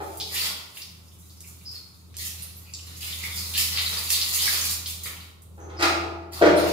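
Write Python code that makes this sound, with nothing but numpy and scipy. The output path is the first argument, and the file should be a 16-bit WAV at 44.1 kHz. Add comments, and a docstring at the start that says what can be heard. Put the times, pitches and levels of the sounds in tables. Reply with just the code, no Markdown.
"""Water wrung from wet hair lands on the floor of a hard, ringing bathroom: spray, patter and heavy
slaps, each a shower of clicks, with tiny bubbles and single plops. A plastic mug knocks on the rim
of a steel bucket, ringing its wall, then plunges into the water inside, ringing the air above it.
Behind it all the small room drones faintly at its lowest resonances."""
import sys
import numpy as np
from scipy import signal
from scipy.fft import rfft, irfft
from scipy.io import wavfile

SR = 44100
rng = np.random.default_rng(int(sys.argv[2]) if len(sys.argv) > 2 else 0)


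def generate_wav(signal):
    """Clip the signal to [-1, 1] and save it as 16-bit WAV at the path in sys.argv[1]."""
    frames = np.transpose(np.atleast_2d(signal))
    scaled = np.clip(frames, -1, 1) * 32767
    pcm = np.round(scaled).astype(np.int16)
    wavfile.write(sys.argv[1], SR, pcm)


N = 296352
TIME = np.arange(N) / SR


def amp(db):
    """Decibels to gain."""
    return 10 ** (np.asarray(db) / 20)


def unit(x):
    """Scale to rms 1."""
    return x / np.sqrt(np.mean(abs(x) ** 2) + 1e-20)


def unit_energy(x):
    """Scale to the energy of 10 ms at rms 1."""
    return x * np.sqrt(SR / 100 / np.sum(x ** 2))


def at_hz(points, hz):
    """Interpolate on a log-frequency axis."""
    point_hz, value = np.transpose(points)
    return np.interp(np.log(hz + 1), np.log(np.sort(point_hz) + 1), value)


def add(mix, start_s, sound):
    """Mix in a sound at start_s."""
    part = mix[max(round(start_s * SR), 0):][:len(sound)]
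    part += sound[:len(part)]


def colour(x, spectrum, tilt_db_per_oct=0, size=4096):
    """Minimum-phase filter, tilted about 1 kHz; clicks keep sharp fronts."""
    hz = abs(np.fft.fftfreq(size, 1 / SR))
    octaves = np.log2(np.maximum(hz, 300) / 1000)
    log_gain = np.log(amp(at_hz(spectrum, hz) + tilt_db_per_oct * octaves))
    taps = np.fft.ifft(np.exp(np.conj(signal.hilbert(log_gain)))).real
    return signal.oaconvolve(x, taps)[:len(x)]


def wander(width_hz):
    """Slow complex noise, rms 1."""
    hz = np.fft.fftfreq(N, 1 / SR)
    noise = rng.standard_normal(N) + 1j * rng.standard_normal(N)
    return unit(np.fft.ifft(np.fft.fft(noise) * np.exp(-(hz / width_hz) ** 2)))


def impacts(per_s, spread_db, samples=N):
    """Random clicks, many small, few large."""
    size = amp(spread_db * np.minimum(rng.exponential(1, samples), 4))
    return size * rng.choice([-1, 1], samples) * (rng.random(samples) < per_s / SR)


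# Diffuse field: freq_hz, left_right_correlation
COHERENCE = [(80, 1), (200, 0.28), (400, 0.49), (800, 0.08), (1300, -0.12), (3000, 0.027), (15000, 0.049)]

def diffuse(a, b):
    """Two independent signals become a diffuse field at two close microphones."""
    correlation = np.clip(at_hz(COHERENCE, np.fft.rfftfreq(len(a), 1 / SR)), -1, 1)
    mid = rfft(a) * np.sqrt((1 + correlation) / 2)
    side = rfft(b) * np.sqrt((1 - correlation) / 2)
    return irfft(np.array([mid + side, mid - side]), len(a))


# Background noise: freq_hz, level_db
AIR = [(20, -7), (55, 0), (100, 14), (125, 16), (142, 2), (165, 17.5), (220, 4), (330, 3), (700, -7.5),
       (1100, -6.5), (1800, -35), (5000, -27), (15000, -32)]
# Standing waves: pitch_hz, level_db, unsteady_share
ROOM_MODES = [(82.5, 0, 0.11), (188.4, -14, 0.56)]
# Drone swell: time_s, level_db
DRONE_SWELL = [(0.0, -45), (0.55, -49.5), (0.75, -62), (0.9, -51), (1.76, -49), (1.92, -56.5), (2.2, -43.5),
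               (2.68, -48.5), (3.15, -41), (3.58, -39), (4.28, -46), (4.72, -42), (5.22, -46.5),
               (5.38, -53), (5.52, -44.5), (6.02, -39), (6.3, -46.5), (6.46, -38)]

def ambience(air_db, drone_db):
    """The room's standing waves over faint noise that partly swells with them."""
    swell = amp(np.interp(TIME, *np.transpose(DRONE_SWELL)) + drone_db)
    drone = np.zeros(N)
    for hz, db, unsteady in ROOM_MODES:
        waver = 1 - unsteady + unsteady * wander(width_hz=4.9)
        drone += amp(db) * (waver * np.exp(2j * np.pi * hz * TIME)).real
    air = unit(diffuse(*(colour(noise, AIR) for noise in rng.standard_normal((2, N)))))
    return swell * np.sqrt(2) * drone + air * (amp(air_db) + amp(-12.5) * swell)


# Reverberation: freq_hz, t60_s
ROOM_DECAY = [(100, 1.4), (400, 1.21), (900, 1.14), (1800, 0.74), (4500, 0.65), (12000, 0.45),
              (16000, 0.58)]
# First wall reflections: delay_s
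WALL_DELAYS_S = np.array([.0021, .0047, .0068, .0095, .0128, .0171])

def room(x, direct_db, early_db, left_lag_s, wall_scale=1, direct_delay_s=0):
    """Direct sound, close-wall reflections, then a tail that dies faster in the treble."""
    echoes = rng.choice([-1., 1.], (2, SR)) * (rng.random((2, SR)) < 6000 / SR)
    hz, t, spectra = signal.stft(diffuse(*echoes), SR, nperseg=256)
    spectra = spectra * amp(-60 * t / at_hz(ROOM_DECAY, hz)[:, None])
    tail = signal.istft(spectra, SR)[1][:, :SR] * np.minimum(TIME[:SR] / 0.0057, 1)
    response = tail / np.linalg.norm(tail[0])
    for channel, delay_s in zip(response, (direct_delay_s + left_lag_s, direct_delay_s)):
        channel[round(delay_s * SR)] += amp(direct_db)
        early_s = WALL_DELAYS_S * wall_scale + rng.uniform(0, 0.0008, len(WALL_DELAYS_S))
        channel[np.round(early_s * SR).astype(int)] += amp(early_db)
    return signal.oaconvolve(x[None], response / np.linalg.norm(response[0]), axes=1)[:, :N]


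def blows(events, spectrum, modes, ring_db, swell_s):
    """Rough contact bursts and the modes they excite: returns (noise, ring)."""
    noise, ring, t = np.zeros(N), np.zeros(N), TIME[:SR]
    for start_s, db, rise_s, decay_s, tilt_db_per_oct, ring_offset_db in events:
        force = np.minimum(t / rise_s, 1) * np.exp(-np.maximum(t - rise_s, 0) / decay_s)
        contact = force * impacts(per_s=4000, spread_db=5.0, samples=len(t))
        add(noise, start_s, amp(db) * unit_energy(colour(contact, spectrum, tilt_db_per_oct)))
        tones = sum(amp(mode_db - 60 * t / t60_s) * np.sin(2 * np.pi * (hz * t + rng.random()))
                    for hz, mode_db, t60_s in modes)
        tones *= 1 - np.exp(-t / swell_s)
        add(ring, start_s, amp(db + ring_offset_db + ring_db) * unit_energy(tones))
    return noise, ring


# Bumps and rubs: start_s, level_db, rise_s, decay_s, tilt_db_per_oct, ring_offset_db
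BUMPS = [(0.0, -25.5, 0.00073, 0.025, -1, -10.5), (5.574, -32.5, 0.0058, 0.17, -2.1, -19),
         (5.685, -35.5, 0.0086, 0.1, 4, -19)]
# Dull contact: freq_hz, level_db
THUD = [(60, -29), (180, -18), (245, -11), (275, -23), (310, 3), (410, 4), (620, -4), (700, -0.5), (890, 2),
        (970, -6), (1300, -5), (1700, -12), (4400, -25.5), (12000, -57)]
# Steel wall, also rung by rim_knocks: pitch_hz, level_db, t60_s
BUCKET_MODES = [(318, -7.5, 1), (339, 3, 1.04), (367, -18, 1.8), (668, -5, 1.1), (836, -8.5, 1.2),
                (844, -11, 0.95), (1174, -26, 0.92), (1216, -20, 2.1), (1286, -6.5, 0.84), (1470, -9, 0.72),
                (1530, -37, .9), (1940, -6.5, 0.85), (2400, -30, 0.69)]

def bumps():
    """Dull bumps and rubs barely stir the bucket's wall."""
    return blows(BUMPS, THUD, BUCKET_MODES, ring_db=-14, swell_s=0.018)


# Mug on rim: start_s, level_db, rise_s, decay_s, tilt_db_per_oct, ring_offset_db
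KNOCKS = [(5.787, -18.5, 0.023, 0.017, -1, 3), (5.821, -10, .003, 0.024, -0.25, -12)]
# Plastic on steel: freq_hz, level_db
SCRAPE = [(60, -35), (270, -17), (330, 6), (480, -6.5), (800, 0.5), (1080, -3), (1260, 8), (1600, -2),
          (2400, 2), (3100, -6), (4700, -3.5), (7000, -12.5), (9000, -18), (15000, -24)]

def rim_knocks():
    """The mug strikes the rim and the steel wall rings."""
    return blows(KNOCKS, SCRAPE, BUCKET_MODES, ring_db=-3.5, swell_s=0.028)


# Plunge and gulps: start_s, level_db, rise_s, decay_s, tilt_db_per_oct, ring_offset_db
PLUNGES = [(6.412, -6.5, 0.0071, 0.019, -0.5, 1.5), (6.445, -9, 0.0033, 0.043, 0.8, -6.5),
           (6.565, -18, 0.0065, 0.034, 1, -3)]
# Gulping water: freq_hz, level_db
GULP = [(50, -42.5), (145, -13.5), (187, -9), (270, -18), (305, -0.5), (430, -4), (620, 1), (690, -1.5),
        (735, -13.5), (1100, -13), (1300, -9.5), (2100, -14.5), (2900, -22), (4500, -24.5), (12000, -50)]
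# Air in mug and bucket: pitch_hz, level_db, t60_s
CAVITY_MODES = [(185.6, -8.5, 2.4), (301.7, -1, 1.3), (344, -1, 1.5), (361, -2, 0.66), (489, -10, 2.1),
                (539, -13, 0.82), (606, 7, 0.53), (677, 11.5, 0.3), (836, -12, 1.2), (938, -5.5, 0.89),
                (1198, -4, 0.52)]

def mug_plunge():
    """The mug goes under; water gulps and the air above it rings."""
    return blows(PLUNGES, GULP, CAVITY_MODES, ring_db=-3.5, swell_s=0.0059)


# Steady run off the hair: time_s, level_db
FLOW = [(0.0, -46), (1.05, -58), (1.55, -53.5), (2.08, -59.5), (2.3, -46), (2.7, -52.5), (3.1, -39),
        (3.7, -31.5), (4.3, -29), (4.69, -26), (4.82, -47), (5.22, -51), (5.36, -70), (5.55, -63.5),
        (5.76, -75)]

def flow_db(time_s):
    """Level of the running water, greatest while the hair is wrung."""
    return np.interp(time_s, *np.transpose(FLOW))


def stray_drops(per_s=6.3, low_hz=2550, high_hz=7400, width_ratio=0.19, decay_s=0.004):
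    """Lesser random drops that follow the flow's level; rows as in DROPS."""
    when, size, strength = rng.random((round(per_s * N / SR), 3)).T
    start_s = when * N / SR
    hz = low_hz * (high_hz / low_hz) ** size
    db = flow_db(start_s) + 3.5 + 7 * (2 * strength - 1)
    return list(zip(start_s, db, hz, width_ratio * hz, np.full(len(hz), decay_s)))


# Plops, spits and squelches: start_s, level_db, pitch_hz, width_hz, decay_s
DROPS = [(0.173, -33, 12300, 8000, 0.0017), (0.201, -23, 4300, 1900, 0.014),
         (0.352, -23, 3200, 1850, 0.031), (0.771, -36.5, 2920, 1300, 0.0045),
         (0.819, -34, 4830, 1896, 0.0048), (1.298, -49, 4400, 1800, 0.0091),
         (1.406, -39, 8900, 8800, 0.0034), (1.435, -47, 2430, 500, 0.016), (1.648, -29.5, 5060, 564, 0.045),
         (1.755, -33.5, 4370, 180, 0.0073), (2.143, -45, 4120, 4900, 0.0065),
         (2.168, -32, 8450, 8000, 0.0043), (2.423, -30.5, 10900, 3200, 0.0046),
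         (2.568, -39, 12400, 1370, 0.0055), (2.656, -45.5, 2520, 450, 0.028),
         (2.738, -31, 5760, 2800, 0.0023), (2.737, -32, 7200, 400, 0.0045), (2.877, -44, 4070, 350, .006),
         (3.025, -32, 2990, 700, 0.017), (3.128, -30, 3460, 700, 0.0032), (3.236, -27, 2150, 350, 0.0068),
         (3.328, -33, 3480, 450, 0.0078), (3.366, -26.5, 4800, 1000, 0.027), (3.459, -34, 4170, 300, .0056),
         (3.539, -21, 3600, 1900, 0.02), (3.774, -19, 3090, 1840, .011), (3.972, -25.5, 4730, 800, 0.0037),
         (4.104, -17, 8260, 11300, 0.0029), (4.135, -18.5, 4200, 1510, 0.023),
         (4.215, -19, 4430, 2320, 0.0054), (4.385, -21.5, 3500, 1000, .016),
         (4.478, -24.5, 1810, 450, 0.0061), (4.86, -27, 4130, 2200, 0.0066),
         (5.036, -28.5, 11100, 9000, 0.0043), (5.059, -32.5, 2150, 450, 0.015),
         (5.207, -42.5, 4100, 900, 0.0066), (5.421, -46.5, 10900, 7000, 0.0028),
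         (5.59, -46, 6350, 700, .06), (5.766, -35.5, 5100, 500, 0.037), (6.569, -29.5, 9360, 1000, 0.0078)]

def plops():
    """Each drop or squeeze is a tick and a crackle, ringing in an air pocket or water film."""
    out, t = np.zeros(N), TIME[:SR // 4]
    for start_s, db, hz, width_hz, decay_s in DROPS + stray_drops():
        swell = 1 - np.exp(-t / (0.36 * decay_s))
        burst = unit_energy(rng.standard_normal(len(t)) ** 3 * swell * np.exp(-t / decay_s))
        burst[0] += np.linalg.norm(burst) * 1.47 * np.exp(-decay_s / 0.012)  # tick, weak in slow ones
        band_hz = np.clip([hz - width_hz / 2, hz + width_hz / 2], 500, 0.45 * SR)
        ring = signal.sosfilt(signal.butter(2, band_hz, "bandpass", fs=SR, output="sos"), burst)
        add(out, start_s, amp(db) * unit_energy(ring))
    return out


def bubbles(per_s, spread_db, decay_cycles, chirp, low_hz=1700, high_hz=7500):
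    """Tiny trapped bubbles ring briefly, rising in pitch."""
    out, t = np.zeros(N), TIME[:SR // 50]
    for when, size, strength in rng.random((round(per_s * N / SR), 3)):
        hz = low_hz * (high_hz / low_hz) ** size
        age = hz * t / decay_cycles
        ring = np.sin(2 * np.pi * hz * t * (1 + chirp * age)) * np.exp(-age)
        gain = np.sqrt(hz) * amp(spread_db * min(-np.log(strength), 4))
        add(out, when * N / SR, gain * ring)
    return unit(out)


def roaming(x, sweeps_per_s, spots=3):
    """The landing point roams over floor spots, each with its own path through the room."""
    angle = np.pi * sweeps_per_s * TIME
    out = np.zeros((2, N))
    for k in range(spots):
        share = np.sqrt(2 / spots) * np.cos(angle + np.pi * k / spots)
        out += room(x * share, direct_db=-8.5, early_db=-13.5, left_lag_s=0.00008 * (k + 1),
                    wall_scale=1 + 0.15 * k, direct_delay_s=0.00032 * k)
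    return out


def gout(start_s, rise_s, hold_s, decay_s):
    """Envelope of a gout of water: gathers, keeps landing, dies away."""
    age_s = TIME - start_s
    return np.clip(age_s / rise_s, 0, 1) ** 2 * np.exp(-np.maximum(age_s - rise_s - hold_s, 0) / decay_s)


# Water flung, squeezed or scooped: start_s, spray_db, rise_s, hold_s, patter_offset_db, slap_offset_db
GOUTS = [(0.25, -26, 0.098, .11, -2, -14), (0.717, -39.5, 0.043, 0.029, -2, -21),
         (1.18, -52.5, 0.009, 0.11, -20, -29), (1.438, -44, 0.028, .01, -17, -27),
         (1.701, -40.5, 0.01, 0.023, -5, -16), (2.152, -32, 0.031, 0.084, -3, -26),
         (2.366, -35.5, 0.023, .01, -3.5, -34), (2.844, -45, 0.021, 0.017, 1.5, -17),
         (2.987, -36, 0.02, 0.097, -0.5, -16), (3.182, -45.5, 0.02, 0.053, 10.5, -1),
         (3.33, -30, 0.036, 0.011, -6, -16), (3.538, -18.5, 0.03, 0.0083, -2, -22.5),
         (3.693, -39.5, 0.015, 0.079, 9, -1.5), (3.88, -37, .035, 0.011, 8, 1),
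         (4.077, -20, 0.039, .008, -5, -18), (4.292, -21.5, .035, 0.034, -11, -21.5),
         (4.382, -28, 0.026, 0.15, 2, -15), (4.851, -25.5, 0.022, 0.0044, -10, -38),
         (5.03, -28.5, 0.0045, 0.013, -6, -12), (6.304, -38, 0.021, 0.054, -1, -2),
         (6.542, -36.5, 0.021, .15, 3, -7)]

def landing_gains(full_flow_db=-28.5, patter_lag_s=0.0013, slap_lag_s=0.0079):
    """Spray, patter and slap gains: flow plus gouts, summed in power. Spray lands first."""
    relative_db = flow_db(TIME) - full_flow_db
    steady_db = np.array([relative_db, 1.02 * relative_db - 5.5, 0.63 * relative_db - 21.5])
    spray, patter, slap = amp(full_flow_db + steady_db) ** 2
    for start_s, db, rise_s, hold_s, patter_db, slap_db in GOUTS:
        spray += (amp(db) * gout(start_s, rise_s, hold_s, decay_s=0.029)) ** 2
        patter += (amp(db + patter_db) * gout(start_s + patter_lag_s, rise_s, hold_s, decay_s=0.029)) ** 2
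        slap += (amp(db + slap_db) * gout(start_s + slap_lag_s, rise_s, hold_s, decay_s=0.027)) ** 2
    return np.sqrt([spray, patter, slap])


# Fine, medium and heavy water on the floor: freq_hz, level_db
SPRAY = [(200, -56), (3000, -30), (5500, -2), (7000, 3), (8200, -1), (9300, 1.5), (11000, 1.5), (15500, -1)]
PATTER = [(200, -71), (1500, -22.5), (2000, -7), (3000, -5.5), (4200, 1.5), (5200, 0.5), (7000, -9.5),
          (15500, -36.5)]
SLAP = [(60, -35), (200, -5), (400, -6.5), (750, -4), (1100, 3.5), (1400, 3.5), (2000, -14), (3500, -2.5),
        (15500, -44)]

def falling_water():
    """Three sizes of water land as showers of clicks; the drops also trap bubbles."""
    spray_gain, patter_gain, slap_gain = landing_gains()
    drops = unit(impacts(per_s=600, spread_db=4.5))
    mist = unit(impacts(per_s=5000, spread_db=1.5))
    fizz = bubbles(per_s=800, spread_db=3.5, decay_cycles=10, chirp=0.015)
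    spray = unit(colour(drops + 0.18 * mist, SPRAY))
    patter = unit(colour(drops + 0.15 * mist + 1.27 * fizz, PATTER))
    slap = unit(colour(impacts(per_s=900, spread_db=5.5), SLAP))
    return spray_gain * spray + patter_gain * patter + slap_gain * slap


def scene():
    """Falling water and the bucket beside it, in one room."""
    scrape, wall_ring = rim_knocks()
    thud, faint_ring = bumps()
    gulp, air_ring = mug_plunge()
    ring = wall_ring + faint_ring + air_ring
    shower = roaming(falling_water(), sweeps_per_s=4.3)
    drips = room(plops(), direct_db=-3.5, early_db=-13, left_lag_s=0.00005)
    bucket = room(scrape + thud + gulp + 0.5 * ring, direct_db=-6.0, early_db=-19, left_lag_s=0.00024)
    direct_ring = ring * amp([[-0.5], [-2.5]])
    return ambience(air_db=-61.0, drone_db=0.5) + bucket + direct_ring + drips + shower


# Microphone balance: freq_hz, left_minus_right_db
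BALANCE = [(100, -0.2), (380, 2.5), (700, .5), (2400, -1), (4400, 0.4), (6500, 0), (8500, -6.5),
           (11000, -4), (15000, -2)]

def record(dry):
    """Two microphones of unequal colour, then a low-pass."""
    balance_db = at_hz(BALANCE, np.fft.rfftfreq(N, 1 / SR))
    heard = irfft(rfft(dry) * amp(np.outer([0.5, -0.5], balance_db)), N)
    lowpass = signal.firwin(511, cutoff=15650, window=("kaiser", 9), fs=SR)
    return signal.oaconvolve(heard, lowpass[None], "same")


dry = scene()
out = record(dry)
generate_wav(out)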